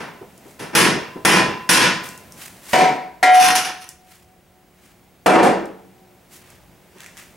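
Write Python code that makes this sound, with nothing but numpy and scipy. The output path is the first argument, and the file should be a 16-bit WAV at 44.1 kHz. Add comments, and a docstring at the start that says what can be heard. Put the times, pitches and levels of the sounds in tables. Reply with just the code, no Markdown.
"""Faint clangs, then three booming blows of a bar on the cut end of a steel tank, in a small garage workshop.
Two blows ring the lid, which breaks free and grinds down the rim; a heavy tool lands on the steel bench.
The worker shuffles past over grit, amid workshop air and hum. Struck steel is decaying sine modes plus
clustered noise, scraping is random slips ringing the steel, cloth and air are shaped noise.
A limiter flattens the loud peaks."""
import sys
import numpy as np
from scipy import signal
from scipy.fft import rfft, irfft, next_fast_len
from scipy.io import wavfile
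from scipy.ndimage import uniform_filter1d, minimum_filter1d

SR = 44100
rng = np.random.default_rng(int(sys.argv[2]) if len(sys.argv) > 2 else 0)


def master(y):
    """Save y as 16-bit WAV."""
    cut = np.clip(np.atleast_2d(y).T, -1, 1)
    pcm = np.round(cut * 32767)  # scale
    wavfile.write(sys.argv[1], SR, pcm.astype(np.int16))


N = 324576

# Blows on the shell. Each row: start in seconds, clang level in dB, bass gain in dB, treble gain in dB,
# gain of the modes in dB, place from 0 (rim) to 1 (further in).
TANK_BLOWS = [(0.0, -28.5, 5, -21, -46.5, 0.53), (0.591, -33.5, -20.5, 3.5, -49.5, 0),
              (.618, -35, 11.5, 0, -56.5, .2), (0.73, -38, 19.5, -15.5, -44.5, 0.12),
              (.75, -7, 8.5, 11, -11.5, 0), (1.249, -0.5, 3.5, 5, -7.5, 0.0011),
              (1.691, -5.5, 8.5, 17, -3, 0.84)]
# Colour of the shell's unresolved modes. Each row: frequency in Hz, relative density in dB.
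TANK_CLANG = [(40, -37), (170, -3.5), (320, -1.5), (700, -5.5), (990, -2.5), (1300, -5), (1850, -4),
              (3060, -10), (4240, -16), (5400, -12), (7730, -20), (10200, -13), (12500, -24.5),
              (16000, -30)]


def tank(sustain=0.88, mode_sustain=0.79):
    """The bar strikes the shell: a dense clang plus its distinct modes."""
    out = np.zeros((2, N))
    for s, db, bass_db, treble_db, modes_db, place in TANK_BLOWS:
        crowd = shelves(clang(TANK_CLANG, sustain), bass_db, treble_db)
        modes = ring(shell_modes(place, modes_db, mode_sustain), flutter=0.5, flutter_per_s=31)
        add(out, s, contact(from_db(db) * crowd))
        add(out, s, contact(modes))
    return out


# Tank shell modes. Each row: frequency in Hz, relative level in dB struck at the rim,
# relative level in dB struck further in.
TANK_MODES = [(184, -5, -10), (330, -2, -11), (495, -10, -8), (968, -10, -11), (1012, -3, -4),
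              (1058, -7, -5), (1385, -8, -10), (1464, -7, 2), (1669, -3, -5), (1830, -1, -12),
              (1866, -4, -5), (2019, -6, -7), (2200, -8, -19), (2461, 1, -8), (2676, -7, -5),
              (2987, -4.5, -3), (3168, -8, -13), (3225, -22, -5), (3430, -7, -10), (3510, -19, -6),
              (3887, -16, -9), (4064, -20, -11), (4923, -14, -16), (5195, -25, -9), (5367, -15, -10),
              (5717, -6, -10), (5798, -22, -7)]


def shell_modes(place, db, sustain):
    """The shell's modes die the faster the higher they lie."""
    modes = [(hz, rim, inner, sustain * at_hz(RING_T60_S, hz)) for hz, rim, inner in TANK_MODES]
    return blend(modes, place, db)


# Bar and shell singing on. Each row: frequency in Hz, level in dB re the blow's clang level, t60 in seconds.
BAR_MODES = [(1012, -17, 1.1), (2730, -30, 1.4)]


def bar():
    """The thin after-ring of sine modes that each blow of the bar on the shell leaves."""
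    out = np.zeros((2, N))
    for s, db, *_ in TANK_BLOWS:
        add(out, s, from_db(db) * ring(BAR_MODES, flutter=0.43, flutter_per_s=17))
    return out


# Blows on the lid. Each row: start in seconds, clang level in dB, bass gain in dB, treble gain in dB,
# gain of the modes in dB, freedom from 0 (held) to 1 (free).
LID_BLOWS = [(2.731, -4, 3.5, 3.5, -3.5, 0.04), (3.228, 6.5, -6, 9, 17.5, 0.78)]
# Lid modes. Each row: frequency in Hz, relative level in dB held at the rim,
# relative level in dB hanging free, t60 in seconds.
LID_MODES = [(453, -20, -49, 0.6), (603, -23, -29, 0.5), (738, -34, -3, 0.95), (743, -3, -32, 0.58),
             (776, -19, -33, 0.6), (974, -18, -44, 0.7), (1305, -22, -50, 0.6), (1389, -26, -18, 0.35),
             (1647, -43, -17, 0.4), (1809, -35, -18, 0.25), (1922, -18, -12, 0.29), (2078, -38, -9.5, 0.32),
             (2170, -19, -28, 0.5), (2433, -36, -24, 0.425), (2988, -20, -37, 0.5), (3150, -29, -31, 0.4),
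             (3747, -30, -31, 0.34), (6002, -29, -57, 0.425), (742, -58, -42, 4.0), (746, -60, -44, 4.0)]
# Colour of the lid's unresolved modes. Each row: frequency in Hz, relative density in dB.
LID_CLANG = [(100, -42.5), (145, -14), (556, -7.5), (751, -1.5), (831, -12.5), (990, -5.5), (1180, -18.5),
             (2210, -10), (2840, -21.5), (5870, -26), (10000, -32.5), (16000, -45)]
# The rim damps the lid as it slides down. Each row: time in seconds, gain of the modes in dB.
LID_GAIN_DB = [(3.39, 5.5), (3.52, -4.5), (3.9, -17)]


def lid(sustain=0.88):
    """The lid rings like a gong: choppy while held at the rim, purer once free, until it rubs."""
    out, gong = np.zeros((2, 2, N))
    for s, db, bass_db, treble_db, modes_db, freedom in LID_BLOWS:
        held = 1 - np.clip(freedom, 0, 1)
        crowd = shelves(clang(LID_CLANG, sustain * np.sqrt(held)), bass_db, treble_db)
        modes = ring(blend(LID_MODES, freedom, modes_db), flutter=0.36 * np.sqrt(held), flutter_per_s=30)
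        add(out, s, contact(from_db(db) * crowd))
        add(gong, s, contact(modes))
    return out + gong * from_db(in_time(LID_GAIN_DB)[0])


# The freed lid grinds down the rim. Each row: peak in seconds, level in dB, swell in seconds, treble gain in dB.
SLIDES = [(3.44, -9.5, 0.19, 2.5), (3.495, -17.5, 0.037, -11), (3.815, -42.5, 0.097, 5)]
# Colour of the dragged or clashing lid. Each row: frequency in Hz, relative density in dB.
SCRAPE_COLOUR = [(40, -37.5), (150, -24), (312, -15), (585, -18), (751, -11), (1120, -14), (1410, -10.5),
                 (2900, -12), (4300, -18.5), (5870, -12), (7730, -23.5), (10300, -15), (16000, -40)]
SLIDE_FADE_DB_PER_S = 121.5


def scrape(size=14000):
    """Once free, the lid drags over the shell and wakes its modes."""
    steel = clang(SCRAPE_COLOUR, sustain=0.2, size=size)
    modes = ring(shell_modes(place=0.64, db=-15.0, sustain=0.26), flutter=0.9, flutter_per_s=48)
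    add(steel, 0, modes[:, :size])
    free = np.arange(N) / SR > LID_BLOWS[-1][0]
    return free * friction(SLIDES, steel, slips_per_s=600, spread_db=4.5)


def friction(slides, body, slips_per_s, spread_db):
    """Tiny slips of uneven size, each ringing the body briefly."""
    db, treble_db = strokes(slides, SLIDE_FADE_DB_PER_S)
    signs = rng.choice([-1, 1], N)
    sizes = from_db(spread_db * np.minimum(rng.exponential(1, N), 4)) * signs
    slips = sizes * (rng.random(N) < slips_per_s / SR)
    force = from_db(db) * slips / slips.std()
    response = body / np.sqrt(np.sum(body ** 2) / 2)
    rubbed = signal.fftconvolve(force[None], response, axes=1)[:, :N]
    return shelves(rubbed, 0, treble_db)


# The falling lid clashes on the rim. Each row: start in seconds, level in dB, treble gain in dB.
LID_KNOCKS = [(3.344, -13.5, 1), (3.553, -16, 4), (3.648, -22.5, -3.5)]


def lid_knocks(sustain=0.75):
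    """On its way down the lid catches on the rim, each clash a burst of crowded modes."""
    out = np.zeros((2, N))
    for s, db, treble_db in LID_KNOCKS:
        add(out, s, from_db(db) * shelves(clang(SCRAPE_COLOUR, sustain), 0, treble_db))
    return out


# The tool lands and bounces. Each row: start in seconds, clang level in dB, bass gain in dB,
# treble gain in dB, gain of the modes in dB.
BENCH_BLOWS = [(5.26, 4.5, -19.5, -9, -21), (5.266, -2.5, 2.5, 2.5, -5.5), (5.276, -6.5, 6, -6, -24.5),
               (5.357, -14.5, 4.5, -4.5, -16.5), (5.428, -13, 10, 6, -19.5)]
# Bench, and the tank that lies on it. Each row: frequency in Hz, relative level in dB, t60 in seconds.
BENCH_MODES = [(190, -10.5, 0.91), (330, -0.5, 0.72), (445, -6.5, 0.81), (733, 8.5, 0.34), (957, -9, 0.54),
               (623, -7, 0.5), (363, -42, 2.9), (760, -38.5, 3)]
# Colour of the bench's unresolved modes. 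Each row: frequency in Hz, relative density in dB.
BENCH_CLANG = [(40, -46), (100, -38.5), (165, -10.5), (320, -3), (730, -3), (1020, -7.5), (2320, -16.5),
               (4340, -28), (7500, -30.5), (9690, -30), (16000, -51)]


def bench(sustain=0.82):
    """A heavy tool lands on the steel bench and bounces, ringing the same modes each time."""
    out = np.zeros((2, N))
    modes = ring(BENCH_MODES, flutter=0.38, flutter_per_s=25)
    for s, db, bass_db, treble_db, modes_db in BENCH_BLOWS:
        crowd = shelves(clang(BENCH_CLANG, sustain), bass_db, treble_db)
        add(out, s, contact(from_db(db) * crowd, rise_s=0.0018))
        add(out, s, contact(from_db(modes_db) * modes))
    return out


# Dull bumps and footfalls. Each row: start in seconds, level in dB.
BUMPS = [(0.211, -33), (0.454, -39.5), (0.599, -29.5), (.948, -21), (1.157, -27.5), (1.48, -20.5),
         (2.366, -49), (6.949, -45.5)]
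# Colour of a bump. Each row: frequency in Hz, relative density in dB.
BUMP_COLOUR = [(50, -18.5), (150, -5), (380, 4), (700, -7.5), (1500, -20.5), (6000, -55)]
# Small metal ticks. Each row: start in seconds, level in dB, treble gain in dB.
TICKS = [(.378, -47, 6), (2.089, -29, 0), (2.177, -35, 0), (2.322, -33, 0), (3.89, -32, 5), (5.266, -3, -8),
         (5.656, -44, 3), (6.503, -43, 0)]
# Colour of a tick. Each row: frequency in Hz, relative density in dB.
TICK_COLOUR = [(500, -16), (2000, -39), (5500, 17.5), (10000, 15.5), (16000, 3)]


def small_knocks(bump_sustain=0.35, tick_sustain=0.03, room_sustain=0.65, room_db=-15):
    """Dull bumps, and sharp ticks with a quieter trail of room."""
    out = np.zeros((2, N))
    for s, db in BUMPS:
        bump = clang(BUMP_COLOUR, bump_sustain, size=12000)
        add(out, s, contact(from_db(db) * bump, rise_s=0.0034))
    for s, db, treble_db in TICKS:
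        tick = clang(TICK_COLOUR, tick_sustain, size=12000)
        room = from_db(room_db) * clang(TICK_COLOUR, room_sustain, size=12000)
        add(out, s, from_db(db) * shelves(tick + room, 0, treble_db))
    return out


# Cracks under the worker's soles. Each row: start in seconds, level in dB.
GRIT_CRACKS = [(6.984, -39), (7.005, -31), (7.018, -37), (7.034, -36), (7.044, -36), (7.062, -30),
               (7.17, -32), (7.176, -29)]
# Colour of a crack. Each row: frequency in Hz, relative density in dB.
GRIT_COLOUR = [(900, -21), (1900, 4.5), (4400, -10.5), (6500, -2), (16000, -17)]


def grit(crack_s=0.0013, room_db=-17):
    """Grains crack under a sole: each a dry snap with a faint trail of room."""
    out = np.zeros((2, N))
    for s, db in GRIT_CRACKS:
        trail = clang(GRIT_COLOUR, sustain=0.84)
        t = np.arange(trail.shape[1]) / SR
        snap = noise(GRIT_COLOUR, len(t)) * np.exp(-t / crack_s)
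        add(out, s, from_db(db) * (snap + from_db(room_db) * trail))
    return out


# Gloves, apron and soles. Each row: peak in seconds, level in dB, swell in seconds, treble gain in dB.
BRUSHES = [(.5, -52, 0.2, -0.5), (2.04, -38, 0.025, 0.5), (2.418, -37, 0.094, 1), (2.725, -33.5, 0.13, 2),
           (4.115, -49, 0.11, -0.5), (4.86, -52, 0.16, -2.5), (6.335, -49, 0.047, 7.5),
           (6.495, -46, 0.18, -8), (7.03, -43, 0.18, -14), (7.19, -42.5, 0.085, -3)]
# Colour of the rustle. Each row: frequency in Hz, relative density in dB.
CLOTH_COLOUR = [(300, -17.5), (900, -9), (2000, -5.5), (4000, -11.5), (9000, -10.5), (16000, -16.5)]
BRUSH_FADE_DB_PER_S = 100


def shuffle(crinkle_db=2.0, crinkles_per_s=160):
    """Gloves, apron and soles rustle in quick uneven catches: noise of wandering level."""
    db, treble_db = strokes(BRUSHES, BRUSH_FADE_DB_PER_S)
    catches_db = crinkle_db * wander(np.arange(N) / SR, crinkles_per_s)
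    return shelves(from_db(db + catches_db) * noise(CLOTH_COLOUR, N), 0, treble_db)


# The floor shakes under the worker's tread. Each row: time in seconds, level in dB.
TREAD_DB = [(6.2, -62), (6.45, -59), (6.7, -56), (6.9, -62), (7.3, -59)]
# Colour of the floor. Each row: frequency in Hz, relative density in dB.
FLOOR_COLOUR = [(25, -19.5), (65, 2.5), (140, -6), (400, -40.5)]


def tread():
    """The floor shakes underfoot: low noise that swells and ebbs."""
    return from_db(in_time(TREAD_DB)[0]) * noise(FLOOR_COLOUR, N)


# Colour of the air. Each row: frequency in Hz, relative density in dB.
AIR_COLOUR = [(25, -19.5), (80, -5), (190, -0.5), (400, -6.5), (750, -6.5), (1160, -14.5), (2160, -15),
              (4370, -22.5), (15000, -25)]
# Level of the air. Each row: time in seconds, level in dB.
AIR_DB = [(0, -49.5), (2.3, -46.5), (3.1, -53), (4.3, -56.5), (5.2, -54.5), (6.0, -53.5), (7.36, -51.5)]
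# Steady tones. Each row: frequency in Hz, rms level in dB.
TONES = [(183, -64), (360.5, -65.5), (15735, -72)]


def background():
    """Workshop air as shaped noise, a low hum and a thin electronic whine as sines."""
    t = np.arange(N) / SR
    air = from_db(in_time(AIR_DB)[0]) * noise(AIR_COLOUR, N)
    tones = np.zeros(N)
    for hz, rms_db in TONES:
        tones += np.sqrt(2) * from_db(rms_db) * np.sin(2 * np.pi * (hz * t + rng.random()))
    return air + tones


# One random pattern of strong and weak mode clusters, shared by every clang.
CLUSTER_PATTERN = rng.standard_normal(SR // 2)
# Decay of steel and room together. Each row: frequency in Hz, t60 in seconds at sustain 1.
RING_T60_S = [(60, 0.9), (250, 0.68), (700, 0.67), (2000, 0.64), (5000, 0.55), (10000, 0.37), (13000, 0.32),
              (16000, .24)]
FRAME = 256  # samples


def clang(spectrum, sustain, size=36864, ripple_db=3.6, cluster_hz=20, even_below_hz=500):
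    """Countless close modes and room echoes: noise crowded into narrow clusters, the high bands dying first."""
    hz = np.fft.rfftfreq(size, 1 / SR)
    centres = np.arange(0, SR / 2, cluster_hz)
    pattern = np.interp(hz, centres, CLUSTER_PATTERN[:len(centres)])
    clusters = from_db(ripple_db * hz / (hz + even_below_hz) * pattern)
    crowd = irfft(rfft(noise(spectrum, size)) * clusters, size)
    hz, t, frames = signal.stft(crowd / crowd.std(), SR, nperseg=FRAME)
    fading = from_db(-60 * t / (sustain * at_hz(RING_T60_S, hz)[:, None]))
    return signal.istft(frames * fading, SR, nperseg=FRAME)[1][:, :size]


def ring(modes, flutter, flutter_per_s):
    """Decaying sine modes; room echoes make each flutter in level, and in phase between the ears."""
    longest_s = max(t60 for hz, db, t60 in modes)
    out = np.zeros((2, min(N, int(SR * longest_s))))
    for hz, db, t60 in modes:
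        t = np.arange(min(N, int(t60 * SR))) / SR
        phase = (2 * np.pi * (hz * t + rng.random())).astype(np.float32)
        mid = np.sin(phase) * (1 + flutter * wander(t, flutter_per_s))
        side = np.cos(phase) * flutter * wander(t, flutter_per_s)
        fading = from_db(db) * np.exp(-np.log(1000) * t / t60)
        add(out, 0, np.array([mid + side, mid - side]) * fading)
    return out


def blend(modes, place, db):
    """How strongly a blow excites each mode depends on where and how the steel is met."""
    share = np.clip(place, 0, 1)
    return [(hz, db + (1 - share) * one + share * other, t60) for hz, one, other, t60 in modes]


def contact(sound, rise_s=0.0045):
    """Steel yields a little, so that a blow swells over a moment."""
    return sound * (1 - np.exp(-np.arange(sound.shape[1]) / (rise_s * SR)))


SWELL_DB = 23  # rise of a stroke over its swell time


def strokes(rows, fade_db_per_s):
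    """Level and treble gain (dB) of strokes that swell, peak and fade; the stronger weighs more in treble."""
    s, db, swell_s, treble_db = np.transpose(rows)[:, :, None]
    t = np.arange(0, N, FRAME) / SR
    rise_db = SWELL_DB * (t - s) / swell_s
    fall_db = -fade_db_per_s * (t - s)
    power = from_db(db + np.minimum(rise_db, fall_db)) ** 2
    total = power.sum(axis=0) + 1e-18
    mean_treble_db = (power * treble_db).sum(axis=0) / total
    return in_time(np.transpose([t, 10 * np.log10(total), mean_treble_db]))


def wander(t, per_s):
    """A random value that glides to a new one per_s times a second."""
    return np.interp(t * per_s, np.arange(4096), rng.standard_normal(4096))


# Left-right likeness. Each row: frequency in Hz, likeness from 0 (independent) to 1 (identical).
LIKENESS = [(40, 0.3), (150, 1), (500, 0.8), (2000, 0.83), (5000, 0.7), (10000, .99)]


def noise(spectrum, size):
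    """Coloured stereo noise of rms 1, mid and side mixed for the likeness of each frequency."""
    padded = next_fast_len(size)
    hz = np.fft.rfftfreq(padded, 1 / SR)
    mid, side = rfft(rng.standard_normal((2, padded)))
    alike = np.clip(at_hz(LIKENESS, hz), 0, 1)
    pair = np.sqrt(1 + alike) * mid + np.sqrt(1 - alike) * side * [[1], [-1]]
    x = irfft(pair * from_db(at_hz(spectrum, hz)), padded)[:, :size]
    return x / x.std()


def shelves(x, bass_db, treble_db, bass_hz=500, treble_hz=3500):
    """A soft contact favours the bass, a hard one the treble."""
    low = signal.lfilter(*signal.butter(1, bass_hz, fs=SR), x)
    high = signal.lfilter(*signal.butter(1, treble_hz, "high", fs=SR), x)
    return from_db(bass_db) * low + (x - low - high) + from_db(treble_db) * high


def from_db(db):
    """Decibels to an amplitude factor."""
    return 10 ** (np.asarray(db) / 20)


def at_hz(points, hz):
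    """Reads a table along a log-frequency axis."""
    known, values = np.transpose(points)
    return np.interp(np.log(np.maximum(hz, 1)), np.log(known), values)


def in_time(rows):
    """Each column of a curve at every sample."""
    s, *columns = np.transpose(rows)
    return [np.interp(np.arange(N) / SR, s, c) for c in columns]


def add(out, s, sound):
    """Mixes a sound in at time s."""
    start = max(0, round(s * SR))
    out[:, start:start + sound.shape[1]] += sound[:, :N - start]


def panned(x, left_db):
    """Makes the left side louder than the right by left_db."""
    return x * from_db(np.array([[left_db], [-left_db]]) / 2)


# Phase of left over right in the blows. Each row: frequency in Hz, phase lead of the left in radians.
LEFT_PHASE_LEAD_RAD = [(60, 0.39), (340, 0.49), (950, 0.76), (1400, 0.075), (7000, 0)]


def phase_apart(x):
    """In the low notes of the blows the left channel leads the right in phase."""
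    size = next_fast_len(N + SR // 4)
    lead = at_hz(LEFT_PHASE_LEAD_RAD, np.fft.rfftfreq(size, 1 / SR))
    return irfft(rfft(x, size) * np.exp(0.5j * lead * [[1], [-1]]), size)[:, :N]


def scene():
    """The blows on shell, lid and bench, with the worker's small sounds and the workshop around them."""
    blows = phase_apart(tank() + panned(lid(), left_db=0.96) + bench())
    steel = blows + bar() + scrape() + lid_knocks()
    worker = small_knocks() + grit() + shuffle() + tread()
    return steel + worker + background()


def limiter(x, ceiling_db=-2.0, release_db_per_s=190, size=65):
    """Gain ducks just ahead of a peak and recovers at a steady rate."""
    peak_db = 20 * np.log10(np.abs(x).max(axis=0) + 1e-9)
    fall_db = release_db_per_s * np.arange(N) / SR
    held_db = np.maximum.accumulate(peak_db + fall_db) - fall_db
    gain_db = minimum_filter1d(np.minimum(ceiling_db - held_db, 0), size)
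    return x * from_db(uniform_filter1d(gain_db, size))


CUTOFF_HZ = 15900


def record(dry):
    """Limiter, full-scale clipping and a steep top cut."""
    loud = np.clip(limiter(dry), -1, 1)
    top_cut = signal.ellip(12, 0.2, 80, CUTOFF_HZ, fs=SR, output="sos")
    return signal.sosfilt(top_cut, loud)


dry = scene()
out = record(dry)
master(out)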